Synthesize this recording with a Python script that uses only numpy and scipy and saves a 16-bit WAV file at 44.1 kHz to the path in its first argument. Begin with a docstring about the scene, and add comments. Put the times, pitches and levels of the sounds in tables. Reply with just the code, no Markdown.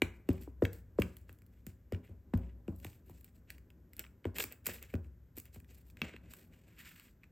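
"""At a table in a small quiet room, a phone clamped to the same table top looks down on a sheet on an open book.
A glue stick is dabbed and dragged over it. Each dab is a set of table modes, delayed more the lower they are;
the barrel clacks as decaying sines, tacky glue and paper tick as noise bursts and hiss as grains over noise,
through the resonances of the sheet, which is peeled off at the end. The table murmurs as filtered noise,
the room answers with a diffuse tail and adds its hush, and left and right differ in phase."""
import sys
import numpy as np
from scipy import signal
from scipy.fft import rfft, irfft, next_fast_len
from scipy.io import wavfile
from scipy.ndimage import uniform_filter1d

SR = 44100
rng = np.random.default_rng(int(sys.argv[2]) if len(sys.argv) > 2 else 0)


def store_pcm(level_fs):
    """Save levels as 16-bit WAV."""
    pcm = np.round(np.clip(level_fs, -1, 1) * 32767).astype(np.int16)
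    wavfile.write(sys.argv[1], SR, np.atleast_2d(pcm).T)


N = 322371

# Hush of the room. Each row: frequency in Hz, relative level per Hz in dB.
HUSH = [(15, -24), (25, -17.5), (53, 0.5), (85, -2.5), (324, -16), (527, -22), (706, -33), (1150, -34.5),
        (1580, -31), (2570, -41), (4290, -47), (7520, -44.5), (10000, -52.5), (12500, -36.5),
        (16000, -45.5)]
HUSH_DB = -65.5  # rms of the whole hush
# Murmur of the table. Each row: time in seconds, level at 40-140 Hz in dB, level at 140-700 Hz in dB.
MURMUR = [(0.0, -58.5, -67.5), (0.35, -60.5, -64.5), (0.51, -59.5, -67), (1.0, -52.5, -69),
          (1.81, -63.5, -74), (2.58, -56.5, -65), (3.48, -64, -70), (4.78, -62.5, -68.5),
          (4.95, -52.5, -74), (5.29, -59.5, -74.5), (6.29, -60, -63.5), (7.15, -70.5, -74),
          (7.31, -70.5, -72)]
# Modes of the table top. Each row: frequency in Hz, relative level in dB, 60 dB decay in seconds.
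TABLE_MODES = [(63.85, 5.5, 1), (89, 2, 0.25), (103.6, -0.5, 0.1), (128, -11.5, 0.21), (178.9, -2, 0.27),
               (236.8, -3, 0.077), (314.8, -8.5, 0.098), (362, -10.5, 0.44), (438, -15.5, 0.32),
               (480, -20, 0.28), (528.7, -18, 0.22), (615, -24, 0.23), (750, -27, 0.12), (929, -30, 0.28)]
# Stick landing on the book, and at about 6 s set down on the table. Each row: start in seconds,
# slap peak (600-1300 Hz) in dB, knock peak in dB, knock frequency in Hz,
# body peak (130-260 Hz) in dB, thump peak (50-130 Hz) in dB.
DABS = [(0.019, -26, -19.5, 330, -35.5, -33.5), (0.289, -36.5, -18.5, 287, -22.5, -25),
        (0.475, -48, -37.5, 338, -45.5, -51), (0.622, -33, -14.5, 415, -21, -24),
        (0.987, -30.5, -15.5, 418, -21.5, -26), (1.292, -55.5, -51, 463, -54.5, -47.5),
        (1.667, -58, -51.5, 308, -38.5, -44), (1.922, -54, -29, 420, -32, -29),
        (2.093, -67, -50, 328, -56, -44.5), (2.336, -34, -35, 345, -20, -23.5),
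        (2.682, -46, -31, 307, -29, -33.5), (2.849, -43.5, -41.5, 304, -39, -39.5),
        (3.096, -52, -47.5, 350, -48, -49), (3.991, -73, -48, 366, -51, -57.5),
        (4.253, -35, -26, 390, -51.5, -32), (4.388, -53, -43.5, 310, -58, -52.5),
        (4.44, -47, -42, 370, -52, -48.5), (4.669, -53.5, -40.5, 404, -43, -47),
        (4.689, -44, -37, 550, -46, -48.5), (4.938, -53, -29, 408, -27.5, -29.5),
        (5.374, -57, -42, 330, -58, -53), (5.56, -56, -49, 354, -47, -47), (6.017, -59, -44, 320, -34, -52),
        (6.03, -59, -44, 400, -38, -44), (6.14, -62, -44.5, 377, -47, -60)]
# Glue letting go, paper snapping. Each row: time in seconds, peak at 1.3-4 kHz in dB,
# brightness (9-16 kHz over that) in dB.
TICKS = [(0.0202, -17, -10.5), (0.29, -33.5, -4), (0.314, -48, -19), (0.332, -74, 30), (0.4138, -63.5, 18),
         (0.435, -59, 13.5), (0.624, -38, -9), (0.638, -59, 11), (0.653, -26.5, -10.5), (0.732, -57, 21.5),
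         (0.7681, -65, 8), (0.9892, -52, 0), (1, -47.5, 8.5), (1.0208, -25, -5.5), (1.1683, -55.5, 13.5),
         (1.2943, -45.5, -6), (1.3285, -76, 28), (1.388, -67.5, 12), (1.4202, -57, 0.5),
         (1.4646, -72, 16.5), (1.6671, -44.5, 9.5), (1.9236, -40.5, -1.5), (1.947, -42.5, -15),
         (2.3387, -36.5, -11), (2.3755, -55, 10), (2.6804, -47, -8), (2.762, -78, 29), (2.801, -59.5, 12),
         (2.8294, -74, 15), (2.8468, -37.5, 0), (2.8672, -46, -1), (3.0976, -61.5, 10), (3.211, -65.5, 17),
         (3.245, -60, 19), (3.5039, -37.5, 3), (3.5822, -53.5, 0), (3.7037, -53, -3), (3.9342, -52.5, 8),
         (3.9673, -62, 22), (3.9812, -56, 4), (3.9945, -36.5, 12.5), (4.041, -43, -23), (4.05, -46.5, -23),
         (4.0655, -50, -12), (4.2444, -45.5, -17), (4.254, -37, -13), (4.3607, -39, -5), (4.385, -28, 3),
         (4.4034, -25, -23), (4.44, -31.5, 6), (4.5245, -58, 25.5), (4.65, -77, 22), (4.6591, -42.5, 16),
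         (4.6667, -29.5, 7), (4.67, -36.5, 18), (4.6877, -37.5, -8), (4.785, -48, -22), (4.8272, -45.5, 10),
         (4.9404, -37, -7.5), (5.046, -60.5, -12), (5.3692, -62, 23.5), (5.3837, -54.5, 22.5),
         (5.4003, -54, 19), (5.4555, -58, 13), (5.5445, -67, 14), (5.602, -58, 10), (5.646, -56.5, -6),
         (5.9008, -58, 10), (5.9711, -44, -12), (6.018, -35.5, -1.5), (6.337, -43.5, 3.5),
         (6.998, -48, 4.5), (7.2346, -49, -16), (7.2407, -51.5, -12)]
# Resonances of the sheet. Each row: frequency in Hz, width in Hz, relative level in dB.
SHEET_MODES = [(1740, 1400, 2.5), (2636, 1200, 3.5), (3760, 1770, -11.5), (4463, 2700, -1),
               (7730, 1900, 3.5), (9600, 3600, -0.5), (12440, 4700, 3.5), (15200, 4800, 1)]
# the sheet in three registers: 1.3-4, 4-9 and 9-16 kHz
REGISTERS = [SHEET_MODES[:3], SHEET_MODES[3:5], SHEET_MODES[5:]]
# Clacks of the plastic barrel. Each row: time in seconds, peak in dB.
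CLACKS = [(0.0203, -18), (0.652, -26), (1.0209, -25.5), (4.388, -27.5), (4.4038, -25), (6.018, -17.5)]
# Modes of the barrel. Each row: frequency in Hz, relative level in dB, 60 dB decay in seconds.
BARREL_MODES = [(1290, -11.5, .02), (2300, -1.5, 0.023), (2690, 4.5, 0.016), (3170, -5, .012),
                (3680, -9, 0.0083)]
# Tail of the room. Each row: band centre in Hz, 60 dB decay in seconds, level in dB.
ROOM_BANDS = [(1226, 0.39, -21), (2770, 0.083, -24.5), (6500, 0.24, -14), (12500, 0.074, -26)]
# Hiss of sliding on paper, and hiss trailing dabs and the set-down stick. Each row: time of full level
# in seconds, hold in milliseconds, level at 1.3-4 kHz in dB, brightness (9-16 kHz over that) in dB.
STROKES = [(0.144, 64, -86, 5), (0.312, 165, -69, -5), (0.419, 27, -68, 5), (0.631, 19, -76, 11),
           (0.733, 50, -70, 7), (0.997, 7, -57, -1), (1.04, 71, -71, -2), (1.125, 104, -80, 4.5),
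           (1.293, 49, -75.5, 1), (1.525, 79, -81.5, -1.5), (1.678, 34, -72.5, 1), (1.936, 18, -66, -12),
           (2.047, 67, -72.5, -6.5), (2.351, 51, -73, -3), (2.431, 69, -71, -12.5), (2.69, 46, -85, 9),
           (2.77, 52, -89, 18), (2.829, 33, -66, 3), (2.864, 101, -69.5, 3), (3.084, 117, -76, 5),
           (3.248, 35, -76, 1.5), (3.359, 7, -78.5, 7), (3.5, 43, -67, -8), (3.938, 34, -74, -9),
           (3.997, 27, -59.5, -26), (4.255, 5.8, -65, -4.5), (4.366, 22, -50.5, 2), (4.393, 39, -46, 5),
           (4.47, 21, -66, -15), (4.519, 7.3, -56, -13), (4.668, 28, -54.5, 4), (4.699, 29, -50.5, -2),
           (4.741, 36, -56.5, 2), (4.824, 23, -57.5, -10), (4.891, 52, -67.5, -1), (5.044, 11, -77, -2),
           (5.376, 15, -60, 5), (5.463, 4.5, -65, -5), (5.545, 9.7, -62, 3), (5.7, 35, -67, 0),
           (5.748, 72, -75, 5), (5.868, 31, -79.5, 8), (5.991, 32, -64, -8), (6.039, 72, -52.5, -19),
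           (6.138, 28, -63, -17), (6.239, 120, -73, -11), (6.31, 29, -67, 5.5), (6.36, 105, -71, 4),
           (6.531, 120, -74.5, -6), (6.68, 240, -73.5, -6.5), (6.79, 38, -58, -3), (6.865, 60, -56, -4),
           (6.961, 77, -64, -2), (7.041, 60, -70, 0.5), (7.234, 11, -73.5, -17)]
# Phase between left and right. Each row: frequency in Hz, lead of the left in radians.
STEREO_PHASE = [(0, 0), (900, -.5), (1700, 0), (3000, .5), (4000, .1), (7500, 0), (8800, -1.4),
                (9400, -3.1), (10700, -3.2), (11600, -4.8), (12600, -6.2), (13600, -6.3), (14600, -7.2),
                (15400, -9.3), (22050, -9.4)]
# Sound of opposite sign left and right. Each row: frequency in Hz, level in dB.
STEREO_UNLIKE = [(60, -29), (300, -25), (600, -20), (900, -13), (2000, -24), (6000, -18), (8800, -10),
                 (10000, -24), (11700, -11), (13200, -24), (15000, -8)]
# Level between left and right. 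Each row: frequency in Hz, left minus right in dB.
STEREO_LEVEL = [(100, 1.2), (1000, .5), (3000, -.2)]

BASS_LAG_MS = 16  # from the contact to the bass of a dab, at 100 Hz
# stir left by a dab in the low and the upper modes, over its thump
STIR_DB, UPPER_STIR_DB, STIR_T60_S = -13.5, -14.5, 0.37
MIDDLE_SHARE = 0.72  # part of the brightness that reaches 4-9 kHz
TICK_MIDDLE_DB, STROKE_MIDDLE_DB = -6.5, -3.5  # 4-9 kHz offset
FAINT_TICK_DB, FAINT_SCATTER_DB = 3, 7.5  # faint ticks over the hiss they fall in
SWELL_MS, SWELL_PER_HOLD, SAG_DB = 18.3, 0.21, -7  # longer holds swell for longer; sag over the hold
SHEET_OFF_S = 6.7  # from here the sheet is held in the air
TOP_HZ = 16400


def amp(db):
    """Gain of a level in dB."""
    return 10 ** (np.asarray(db) / 20)


def unit(x):
    """Scaled to rms 1."""
    return x / np.sqrt(np.mean(x ** 2))


def on_log(table, hz):
    """A (Hz, value) table read on a log axis."""
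    table_hz, values = np.transpose(table)
    return np.interp(np.log(hz + 1), np.log(table_hz), values)


def curves(table):
    """The columns of a time table, one value a sample."""
    s, *columns = np.transpose(table)
    return [np.interp(np.arange(N) / SR, s, column) for column in columns]


def bump(f, hz, width):
    """Response of one resonance, gain 1 at its centre."""
    return 1j * f * width / (hz ** 2 - f ** 2 + 1j * f * width)


def colour(x, response):
    """Filter by a function of frequency."""
    size = next_fast_len(x.shape[-1] + 8192)
    f = np.arange(size // 2 + 1) * SR / size
    return irfft(rfft(x, size) * response(f), size)[..., :x.shape[-1]]


def add(out, s, x):
    """Mix x into out from s seconds."""
    i = int(s * SR)
    out[i:i + len(x)] += x[:len(out) - i]


def walk(rate):
    """Random levels held 1 / rate s and slewed; spread 1."""
    k = int(SR / rate)
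    steps = np.repeat(rng.standard_normal(N // k + 1), k)
    return unit(uniform_filter1d(steps, k)[:N])


def sheet(f, modes):
    """Resonances of the sheet, each applied twice for steep skirts; alternate signs leave no notch between."""
    return sum((-1) ** k * amp(db) * bump(f, hz, width) ** 2 for k, (hz, width, db) in enumerate(modes))


def registers(db, bright_db, middle_db):
    """Levels of the three registers of the sheet from one level and one brightness."""
    return np.array([db, db + middle_db + MIDDLE_SHARE * bright_db, db + bright_db])


def air():
    """The steady hush of the room: noise shaped over frequency."""
    return amp(HUSH_DB) * unit(colour(rng.standard_normal(N), lambda f: amp(on_log(HUSH, f))))


def lean(flicker_db=2.0):
    """Small steady pushes keep the table modes murmuring, more so just after a dab."""
    def murmur(modes):
        """Noise through broadened table modes."""
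        def response(f):
            return sum(amp(db) * bump(f, hz, 0.17 * hz) ** 2 for hz, db, _ in modes)
        return unit(colour(rng.standard_normal(N), response))

    t = np.arange(N) / SR
    stir = np.zeros(N)  # power
    for s, *_, thump_db in DABS:
        fading = amp(2 * (thump_db - 60 * np.abs(t - s) / STIR_T60_S))
        stir += (t > s + BASS_LAG_MS / 1000) * fading
    low_db, high_db = curves(MURMUR)
    low = np.sqrt(amp(2 * low_db) + amp(2 * STIR_DB) * stir)
    high = np.sqrt(amp(2 * high_db) + amp(2 * UPPER_STIR_DB) * stir)
    low_murmur = low * murmur(TABLE_MODES[:4])
    return low_murmur + high * amp(flicker_db * walk(42)) * murmur(TABLE_MODES[4:])


def dabs(ring_db=14, spread=1.3, scatter_db=3.5, detune=.06, knock_width=0.82, echo_db=-6, rise_ms=7):
    """Bending waves run to the phone, slower the lower they are, and leave the table top ringing."""
    size = 32768
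    out, f = np.zeros(N), np.arange(size // 2 + 1) * SR / size
    chance = rng.standard_normal((len(DABS), len(TABLE_MODES), 2))
    echoes_s = rng.uniform(.005, 0.036, (len(DABS), 3))
    # travel delay: at 100 Hz the bass lag less the time the bass takes to build up, shorter higher up
    delay_s = (BASS_LAG_MS - rise_ms) / 1000 * (140 / (f + 40)) ** spread
    turn = 2 * np.pi * np.cumsum(delay_s) * SR / size  # the phase that gives this delay
    for (s, slap_db, knock_db, knock_hz, body_db, thump_db), luck, edges in zip(DABS, chance, echoes_s):
        # every blow draws its own slight detuning and level for each mode
        ring = 0
        for (hz, db, t60), (u, v) in zip(TABLE_MODES, luck):
            width = np.log(1000) / np.pi / t60
            ring = ring + amp(db + scatter_db * u) * bump(f, hz * (1 + detune * v), width)
        # the wave comes back from the table edges, weaker the later, and breaks up the glide
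        back = sum((-1) ** k * amp(echo_db - 730 * lag) * np.exp(-2j * np.pi * f * lag)
                   for k, lag in enumerate(edges))
        wave = (1 + back + amp(ring_db) * ring) * np.exp(-1j * turn)
        thump, body = (85, 95, thump_db), (200, 200, body_db)
        knock, slap = (knock_hz, knock_width * knock_hz, knock_db), (800, 600, slap_db)
        for hz, width, db in (thump, body, knock, slap):
            part = irfft(wave * bump(f, hz, width) ** 3, size)[:size * 3 // 4]
            add(out, s - .0005, part * amp(db) / np.abs(part).max())
    return out


def ticks(burst_ms=1.4, rattle=0.4, snap_share=0.53):
    """A sharp snap with a very short rattle behind it, in each register of the sheet."""
    ms, out = np.arange(512) * 1000 / SR, np.zeros(N)
    # every stretch of hiss also carries one faint tick somewhere along its hold
    places, scatter = rng.random(len(STROKES)), rng.standard_normal(len(STROKES))
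    faint = [(s + hold_ms / 1000 * u, db + FAINT_TICK_DB + FAINT_SCATTER_DB * v, bright_db)
             for (s, hold_ms, db, bright_db), u, v in zip(STROKES, places, scatter)]
    every = TICKS + faint
    cracks = rattle * rng.standard_normal((len(every), 3, len(ms))) * np.exp(-ms / burst_ms)
    cracks[:, :, 0] += snap_share
    for (s, peak_db, bright_db), crack in zip(every, cracks):
        levels_db = registers(peak_db, bright_db, TICK_MIDDLE_DB)
        for modes, db, snap in zip(REGISTERS, levels_db, crack):
            part = colour(snap, lambda f: sheet(f, modes))
            add(out, s - .0006, part * amp(db) / np.abs(part).max())
    return out


def clacks(detune=0.025, scatter_db=4.0):
    """A hard contact rings the short modes of the barrel."""
    t, out = np.arange(4096) / SR, np.zeros(N)
    chance = rng.standard_normal((len(CLACKS), len(BARREL_MODES), 2))
    for (s, peak_db), luck in zip(CLACKS, chance):
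        ring = np.zeros(len(t))
        for (hz, db, t60), (u, v) in zip(BARREL_MODES, luck):
            decay = amp(db + scatter_db * u - 60 * t / t60)
            ring += decay * np.sin(2 * np.pi * hz * (1 + detune * v) * t)
        add(out, s - .0003, ring * amp(peak_db) / np.abs(ring).max())
    return out


def room(x):
    """A diffuse tail, fading band by band."""
    t = np.arange(SR // 2) / SR
    tail = np.zeros(len(t))
    for hz, t60, db in ROOM_BANDS:
        band = unit(colour(rng.standard_normal(len(t)), lambda f: bump(f, hz, hz) ** 2))
        # the root keeps the energy of the band the same for any decay time
        tail += amp(db) * band * np.sqrt(14 / t60 / SR) * amp(-60 * t / t60)
    return signal.fftconvolve(x, tail * (t > .004))[:N]


def slide(grains_per_s=2500, grain_db=1.5, hiss=0.94, patchy_db=3.0, flicker_db=2.0, lift_s=0.068, book_db=-3):
    """Dense tiny slips of uneven size over a hiss; each stretch swells, sags over its hold and fades."""
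    t, power = np.arange(N) / SR, np.zeros((3, N))
    for full, hold_ms, db, bright_db in STROKES:
        start = full - (SWELL_MS + SWELL_PER_HOLD * hold_ms) / 1000
        end = full + hold_ms / 1000
        shape_db = np.interp(t, [start, full, end, end + lift_s], [-22, 0, SAG_DB, SAG_DB - 30],
                             left=-200, right=-200)
        levels_db = registers(db, bright_db, STROKE_MIDDLE_DB)
        power += amp(2 * levels_db)[:, None] * amp(2 * shape_db)
    slipping = rng.random(N) < grains_per_s / SR
    size_db = grain_db * np.minimum(rng.exponential(size=N), 4)
    slips = slipping * amp(size_db) * rng.standard_normal(N)
    grit = unit(slips) + hiss * rng.standard_normal(N)
    # half as patchy once the sheet is in the air
    grit *= amp(patchy_db * np.where(t < SHEET_OFF_S, 1, .5) * walk(130))
    # the drag also shakes the pages of the book underneath, as long as the sheet lies on it
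    pages = unit(colour(grit, lambda f: bump(f, 422, 420) ** 2))
    out = amp(book_db) * (t < SHEET_OFF_S) * np.sqrt(power[0]) * pages
    for modes, p in zip(REGISTERS, power):
        out += np.sqrt(p) * amp(flicker_db * walk(90)) * unit(colour(grit, lambda f: sheet(f, modes)))
    return out


def scene():
    """Everything on the table, its room, and what differs between left and right."""
    near = dabs() + clacks() + ticks() + slide()
    both = near + room(near) + lean() + air()
    # a random decaying smear of the same sound, opposite in sign left and right, widens it
    smear = rng.standard_normal(8192) * np.exp(-np.arange(8192) / 1500)
    smeared = signal.fftconvolve(both, smear / np.linalg.norm(smear))[:N]
    unlike = colour(smeared, lambda f: amp(on_log(STEREO_UNLIKE, f)))
    return np.array([both + unlike, both - unlike])


def record(dry):
    """Left and right differ in phase and a little in level; the top is cut."""
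    side = np.array([[.5], [-.5]])  # half of each difference to either side

    def response(f):
        phase = np.interp(f, *np.transpose(STEREO_PHASE))
        return amp(side * on_log(STEREO_LEVEL, f)) * np.exp(1j * side * phase)

    # silence ahead leaves space for the phase lead
    stereo = colour(np.pad(dry, ((0, 0), (64, 0))), response)[:, 64:]
    return signal.sosfilt(signal.ellip(8, .2, 70, TOP_HZ, fs=SR, output="sos"), stereo)


dry = scene()
out = record(dry)
store_pcm(out)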